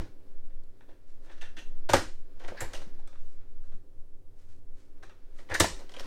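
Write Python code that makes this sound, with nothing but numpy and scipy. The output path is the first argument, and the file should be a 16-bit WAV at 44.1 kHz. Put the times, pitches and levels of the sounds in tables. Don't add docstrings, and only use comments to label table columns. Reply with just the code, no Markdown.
import sys
import numpy as np
from scipy import signal
from scipy.fft import rfft, irfft, next_fast_len
from scipy.io import wavfile
from scipy.ndimage import map_coordinates

SR = 44100
rng = np.random.default_rng(int(sys.argv[2]) if len(sys.argv) > 2 else 0)


def decibels_to_gain(level_db):
    exponent = np.asarray(level_db, float) / 20
    return 10 ** exponent


def file_out(sig):
    cols = np.atleast_2d(sig).T
    lim = np.clip(cols, -1, 1)
    pcm = np.round(lim * 32767).astype(np.int16)
    wavfile.write(sys.argv[1], SR, pcm)


N = 267246


def unit(x):
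    return x / np.sqrt(np.mean(x ** 2) + 1e-20)


def along(points, hz):
    f, v = np.transpose(points)
    return np.interp(np.log(hz + 0.84), np.log(f + 0.055), v)


def curve(rows):
    s, db = np.transpose(rows)
    after = db[-1] if s[-1] > N / SR - 0.05 else -150
    return np.interp(np.arange(N) / SR, s, db, left=-150, right=after)


def wobble(rate):
    knots = rng.standard_normal(int(N * rate / SR) + 4)
    return map_coordinates(knots, [np.arange(N) * rate / SR])


def filtered(x, response):
    m = next_fast_len(x.shape[-1] + SR // 8)
    spectrum = rfft(x, m) * response(np.fft.rfftfreq(m, 1 / SR))
    return irfft(spectrum, m)[..., :x.shape[-1]]


def noise(spectrum):
    return unit(filtered(rng.standard_normal(N), lambda hz: decibels_to_gain(along(spectrum, hz))))


def strokes(rows, rise, fall):
    t = np.arange(N) / SR
    gain = np.zeros(N)
    for s, hold, db in rows:
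        swell = rise * np.maximum(s - t, 0)
        fade = fall * np.maximum(t - s - hold, 0)
        gain += decibels_to_gain(db - swell - fade)
    return gain


def ring(x, modes, top_hz):
    def body(f):
        total = 0
        for k, (hz, width, db) in enumerate(modes):
            resonance = 1j * f * width / (hz * hz - f * f + 1j * f * width)
            total = total + (-1) ** k * decibels_to_gain(db) * resonance
        return total / (1 - (f / top_hz) ** 2 + 1.4j * f / top_hz)

    power = np.mean(abs(body(np.linspace(0, SR / 2, 3500))) ** 2)
    return filtered(x, body) / np.sqrt(power)


def chatter(length, rise, spiky_db):
    t = np.arange(SR // 6) / SR
    length = max(length, 0.0005)
    bumps = np.repeat(decibels_to_gain(spiky_db * rng.standard_normal(len(t) // 64 + 1)), 64)[:len(t)]
    shape = (1 - np.exp(-t / (rise * length))) * np.exp(-(t / length) ** 1.3)
    force = rng.standard_normal(len(t)) * shape * bumps
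    energy = np.linalg.norm(shape)
    return np.array([force * energy / np.linalg.norm(force), energy * (t == 0)])


# (frequency [Hz], time to fall 60 dB [s])
CABIN = [(60, 0.38), (160, 0.34), (420, 0.24), (1100, .25), (3000, 0.33), (8000, 0.33), (15000, 0.19)]


def cabin(x, build):
    hz, t, z = signal.stft(rng.standard_normal(SR // 3), SR, nperseg=256)
    fading = z * decibels_to_gain(-60 * t / along(CABIN, hz)[:, None])
    tail = signal.istft(fading, SR, nperseg=256)[1]
    tail = tail * (1 - np.exp(-np.arange(len(tail)) / SR / build))
    return signal.fftconvolve(x, tail / np.linalg.norm(tail))


def placed(sounds, wet_db):
    lead = SR // 10
    out = np.zeros(N + lead + 2 * SR)
    for s, length, (near, push) in sounds:
        far = cabin(0.86 * push + 0.4 * near, 0.002 + 0.25 * abs(length))
        start = round(s * SR) + lead
        out[start:][:len(near)] += near
        out[start:][:len(far)] += decibels_to_gain(wet_db) * far
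    return out[lead:lead + N]


# (frequency [Hz], level [dB per Hz])
HISS = [(500, -33), (900, -6), (2000, -13.5), (4500, -15), (9000, -15.5), (14400, -24.5), (15700, -20.5)]


def hiss():
    return decibels_to_gain(-83.5) * noise(HISS)


# (frequency [Hz], level [dB per Hz])
SWAY = [(1, -41.5), (3, -8), (7, 2), (11, -2.5), (16, -12.5), (26, -33), (45, -42), (70, -73), (120, -120)]
# (time [s], level [dB])
SWAYING = [(0.0, -11.5), (0.07, -36.5), (0.57, -28.5), (0.66, -37), (1.77, -27), (1.96, -32.5),
           (2.16, -30.5), (2.33, -34.5), (2.45, -27), (2.58, -40), (2.65, -30), (3.75, -28), (3.85, -45),
           (3.91, -33), (5.96, -34.5), (6.06, -22.5)]


def air_pressure():
    return decibels_to_gain(curve(SWAYING)) * noise(SWAY)


# (frequency [Hz], level [dB per Hz])
HUM = [(40, -60), (62, -15.5), (78, -5.5), (89, -6), (100, -12), (125, -18.5), (190, -65.5)]


def hum():
    motor = unit(decibels_to_gain(1.5 * wobble(5.6)) * noise(HUM))
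    open_door = strokes([(2.6, 2.07, -70.5)], rise=60, fall=30.5)
    return decibels_to_gain(3.5) * (decibels_to_gain(-69.5) + open_door) * motor


# (frequency [Hz], level [dB per Hz])
MURMUR = [(90, -48), (150, -8.5), (200, -7), (240, -6.5), (290, 0), (335, -8.5), (385, -0.5), (450, -9.5),
          (520, -5.5), (620, -13.5), (1000, -24), (1600, -38)]
# (time [s], level [dB])
STIR = [(0.0, -62.5), (0.18, -79.5), (0.74, -82), (1.28, -81), (1.5, -74.5), (1.64, -75.5), (2.45, -77),
        (2.58, -60.5), (2.68, -61.5), (2.85, -74), (3.85, -86), (4.25, -89), (5.43, -77.5), (5.64, -58),
        (5.96, -72), (6.06, -54)]


def murmur():
    level = decibels_to_gain(-67.5) + decibels_to_gain(curve(STIR) + 3)
    return level * unit(decibels_to_gain(1.2 * wobble(6.7)) * noise(MURMUR))


# (frequency [Hz], level [dB per Hz])
MOVING = [(500, -25), (800, -4.5), (1500, -3), (3000, -11), (5000, -13), (9000, -32)]
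# (frequency [Hz], level [dB per Hz])
CLOTH = [(400, -54), (900, -5), (2000, -7), (3500, -10), (6000, -9.5), (9000, -14.5), (13000, -28),
         (16000, -32)]
# (time [s], hold [s], level [dB])
STROKES = [(1.094, .01, -72), (1.25, .01, -71), (3.15, .2, -75), (3.64, .095, -76), (4.4, .02, -72),
           (4.51, 0.026, -71.5), (4.776, .05, -72), (5.385, 0.015, -61.5)]


def sleeves():
    grains = decibels_to_gain(1.9 * wobble(370) + 1.1 * wobble(36))
    rubbing = strokes(STROKES, rise=350, fall=184) * unit(grains * noise(CLOTH))
    stirring = decibels_to_gain(curve(STIR) + 3.5 + 1.3 * wobble(7.4)) * noise(MOVING)
    return rubbing + stirring


# (frequency [Hz], width [Hz], level [dB])
LATCH = [(1300, 440, -5), (1696, 310, 0), (1897, 310, -1), (2437, 320, -7), (3000, 620, -10)]
# (frequency [Hz], width [Hz], level [dB])
DOOR = [(330, 50, -2), (524, 110, 3), (622, 270, 0), (940, 260, -3), (1143, 200, -12)]
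# (frequency [Hz], width [Hz], level [dB])
SNAP = [(3820, 1200, 1), (5370, 490, 2.5), (5820, 650, 1.5), (7140, 470, -2), (8180, 900, -5),
        (13480, 1700, -21)]
# (time [s], hold [s], level [dB])
SCRAPES = [(1.25, 0.18, -68), (2.42, .18, -60), (2.63, 0.13, -57), (2.75, 0.033, -54), (5.5, 0.11, -74),
           (5.94, .07, -56), (6.04, .03, -58)]


def scraping():
    slips = decibels_to_gain(3.7 * wobble(250) + 4.8 * wobble(40)) * rng.standard_normal(N)
    plastic = ring(slips, LATCH, 4000)
    plastic += decibels_to_gain(2.0) * ring(slips, DOOR, 1300)
    plastic += decibels_to_gain(-3.0) * ring(slips, SNAP, 9000)
    return strokes(SCRAPES, rise=230, fall=140) * decibels_to_gain(-2.5) * unit(plastic)


# (frequency [Hz], width [Hz], level [dB])
WIRE = [(1850, 27, -0.5), (2730, 84, 0), (3140, 28, -3.5), (3410, 37, -3.5), (6060, 32, -8.5),
        (6380, 36, -10.5)]
# (time [s], peak level [dB], chatter [s])
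WIRE_HITS = [
    (1.3786, -61, .004),
    (1.411, -41.5, 0.005),
    (1.568, -47, .006),
    (1.586, -46.5, .01),
]


def wire_shelf():
    for s, db, length in WIRE_HITS:
        push = chatter(length, rise=0.15, spiky_db=2.8)
        yield s, length, decibels_to_gain(db) * ring(push, WIRE, 9000)


# (time [s], peak level [dB], chatter [s])
SEAL = [
    (2.0, -35, 0.043),
    (5.702, -33.5, 0.027),
]
CABINET = [(0, -32, 0.018), (1.897, -32, .025), (1.93, -26, .018), (2.489, -50, 0.022), (2.614, -36, 0.024),
           (5.5, -38, 0.045), (5.601, -26.5, 0.026)]
PANEL = [(1.94, -25, 0.0086), (2.856, -46.5, 0.015), (3.722, -53.5, .022), (5.605, -35.5, 0.036),
         (6.045, -51, .019)]
SKIN = [(.01, -41, .028), (1.42, -58, 0.0068), (1.574, -47, 0.0093), (1.934, -18, .024), (5.04, -56, .012)]
LINER = [(1.29, -63, .022), (1.935, -23.5, 0.01), (2.518, -31.5, .007), (2.545, -44.5, 0.017),
         (2.746, -52, 0.016)]
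HANDLE = [(1.932, -17.5, .005), (2.622, -40.5, 0.017), (5.642, -19, 0.0036)]
TONGUE = [(2.567, -45, 0.06), (2.603, -35.5, .017), (2.621, -49, 0.022), (5.025, -46.5, 0.012),
          (5.508, -34.5, 0.017), (5.53, -32.5, 0.016), (5.546, -24, .013)]
CLIP = [(1.579, -45.5, 0.013), (2.746, -41.5, 0.011), (5.964, -41, .005)]
PIN = [(.636, -66, .0017), (2.57, -53.5, 0.034)]
SPRING = [(5.916, -60, .006), (5.995, -42, .003)]
RACK = [(1.415, -66, 0.016), (1.57, -61, .04)]
CATCH = [(.636, -61, 0.00095), (1.94, -27.5, .004), (2.396, -60.5, 0.0028), (3.074, -60, 0.007),
         (5.598, -19.5, .0091), (5.894, -62.5, 0.0014)]
FOIL = [(2.604, -44.5, .025)]
EDGE = [(5.599, -30, .002), (5.994, -51, .002)]
TAB = [(2.604, -37.5, 0.0135), (2.478, -55, 0.0038)]
FINGER = [(5.893, -49, 0.0032), (5.939, -44, .004), (5.996, -43.5, 0.0038), (2.396, -56.5, 0.0037)]
# (frequency [Hz], width [Hz], its contacts)
PARTS = [(31.6, 18, SEAL), (86, 25, CABINET), (175, 60, PANEL), (318, 55, SKIN), (515, 220, LINER),
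         (900, 200, HANDLE), (1760, 250, TONGUE), (2893, 350, CLIP), (3200, 290, FINGER), (4300, 660, PIN),
         (7480, 700, TAB), (5430, 180, SPRING), (6300, 620, RACK), (7900, 1400, CATCH), (10490, 3000, FOIL),
         (13000, 6000, EDGE)]


def knocks():
    for hz, width, rows in PARTS:
        for s, db, length in rows:
            push = chatter(length, rise=0.12, spiky_db=2)
            yield s, length, decibels_to_gain(db) * ring(push, [(hz, width, 0)], 1.25 * hz)


def contacts(rows, middle, tone_hz, rise, crack_db):
    for s, db, door_db, snap_db, length in rows:
        push = chatter(length, rise, spiky_db=4)
        near = ring(push, middle, 4500)
        near += decibels_to_gain(-5.0) * ring(push, [(tone_hz, tone_hz * 0.084, 0)], 4500)
        snap = chatter(0.89 * length, rise, spiky_db=4)
        snap += decibels_to_gain(crack_db) * chatter(0.00075, 0.2, 3)
        bright_hz = np.clip(16997.0 + 230 * (db + snap_db + 19.0), 5000, 20000)
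        near += decibels_to_gain(snap_db + 5) * ring(snap, SNAP, bright_hz)
        near += decibels_to_gain(door_db + 7.5) * ring(chatter(length, rise, spiky_db=4), DOOR, 1100)
        yield s, length, decibels_to_gain(db - 9) * near


# (frequency [Hz], width [Hz], level [dB])
SHELF = [(1140, 180, -7), (1500, 430, 1.5), (1900, 170, -2), (2256, 370, -6), (2717, 190, -2.5),
         (3400, 470, -5.5)]
# (time [s], peak level [dB], door re shelf [dB], snap re shelf [dB], chatter [s])
LEFT_SWING = [(.2644, -66, -10, -7.5, 0.0067), (.5035, -56.5, -5.5, -21.5, 0.0045),
              (.8063, -44.5, -8.5, -19, 0.0028), (.881, -56, -1, -14.5, 0.031),
              (.9247, -60.5, -8, -15, .013), (1.2545, -56, -5.5, -17, 0.055), (1.292, -47.5, -7, -16, .03),
              (1.3124, -50, -18, -6, .0094), (1.3786, -47, -18, -14, 0.0077),
              (1.4105, -35.5, -11, -12, 0.016), (1.4306, -44, -10, -23, 0.014),
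              (1.4597, -63, -24, -10.5, 0.011), (1.5663, -35.5, -12, -13.5, .0099),
              (1.5883, -49, 5.5, 4.5, 0.0043)]
RIGHT_SWING = [(2.9892, -59.5, 6, -6, 0.011), (3.0732, -45.5, -7.5, -8.5, 0.0058),
               (3.1283, -46, -4.5, -27, 0.0038), (3.1532, -49, -20.5, -20.5, .0055),
               (3.4093, -59, -8, -24, 0.012), (3.5594, -65, -2, -12.5, .011),
               (3.6355, -58, -17, -14.5, .011), (3.7163, -51, -6, -16.5, 0.0092),
               (4.9681, -61, -9, -14.5, 0.0091), (5.0277, -45, -2.5, -7, .011),
               (5.0939, -42.5, -9, -18, 0.0074)]


def swinging():
    total = 0
    for rows, tone_hz in [(LEFT_SWING, 1800), (RIGHT_SWING, 1224)]:
        ticks = contacts(rows, SHELF, tone_hz, rise=0.25, crack_db=-0.5)
        total = total + placed(ticks, wet_db=0.0)
    return total


# (time [s], peak level [dB], door re latch [dB], snap re latch [dB], chatter [s])
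SHUTTING = [
    (-.03, -33.5, 2, -10, 0.014),
    (1.8896, -24, 0, -17.5, .0074),
    (1.891, -24.5, -5.5, -7, 0.026),
    (1.933, -10.5, -0.8, -8.5, .0085),
    (1.9384, -18, -11, -9.5, .016),
    (1.9656, -22, -17.5, -5.5, .007),
]
SHUTTING_RIGHT = [
    (5.3836, -49, -6.5, -24.5, 0.028),
    (5.4883, -43, -7, -19, 0.0086),
    (5.4956, -35, -3.5, -15, 0.019),
    (5.5085, -35.5, 1.7, -13.5, 0.036),
    (5.5402, -26.5, -7.5, -1.5, 0.012),
    (5.5485, -25.5, -9, -4.5, 0.006),
    (5.5986, -15, -6.5, -8, .012),
    (5.6024, -11, -3, -2.15, 0.0073),
    (5.6435, -24, -6.5, -38, 0.0084),
]
PULLING = [(2.395, -47, -3.5, -15, 0.039), (2.4365, -39.5, -4, -19, .018), (2.4779, -35, -5.5, -13, 0.016),
           (2.6078, -32.5, -0.7, -8, 0.016), (2.733, -34, -6.5, -5.5, 0.0095),
           (2.7441, -41.5, -3, -2, 0.029), (2.8137, -45.5, -6.5, -7.5, 0.02), (5.7894, -51.5, 6, 0.1, 0.02),
           (5.893, -44, -9, -5, 0.0051), (5.9182, -47, 1, -2, 0.005), (5.9369, -43.5, -4.5, -8, 0.019),
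           (5.9651, -37.5, -4.5, -12, 0.0084), (5.9958, -33, -15, -6.5, 0.0043),
           (6.0312, -47, -18, -13, .0092)]


def latches():
    total = 0
    for rows, tone_hz in [(SHUTTING, 1456), (SHUTTING_RIGHT, 1790), (PULLING, 1537)]:
        strikes = contacts(rows, LATCH, tone_hz, rise=0.11, crack_db=-1)
        total = total + placed(strikes, wet_db=-4.0)
    return total


def scene():
    doors = latches() + swinging()
    parts = placed(knocks(), wet_db=-8) + placed(wire_shelf(), wet_db=-2.5)
    hands = scraping() + sleeves()
    background = hum() + murmur() + air_pressure() + hiss()
    return (doors + parts + hands + background)[None]


def top_cut(x):
    return signal.sosfilt(signal.butter(12, 16370, fs=SR, output="sos"), x)


def record(dry):
    mix = filtered(dry, lambda hz: hz < 16050)
    return top_cut(mix)


dry = scene()
out = record(dry)
file_out(out)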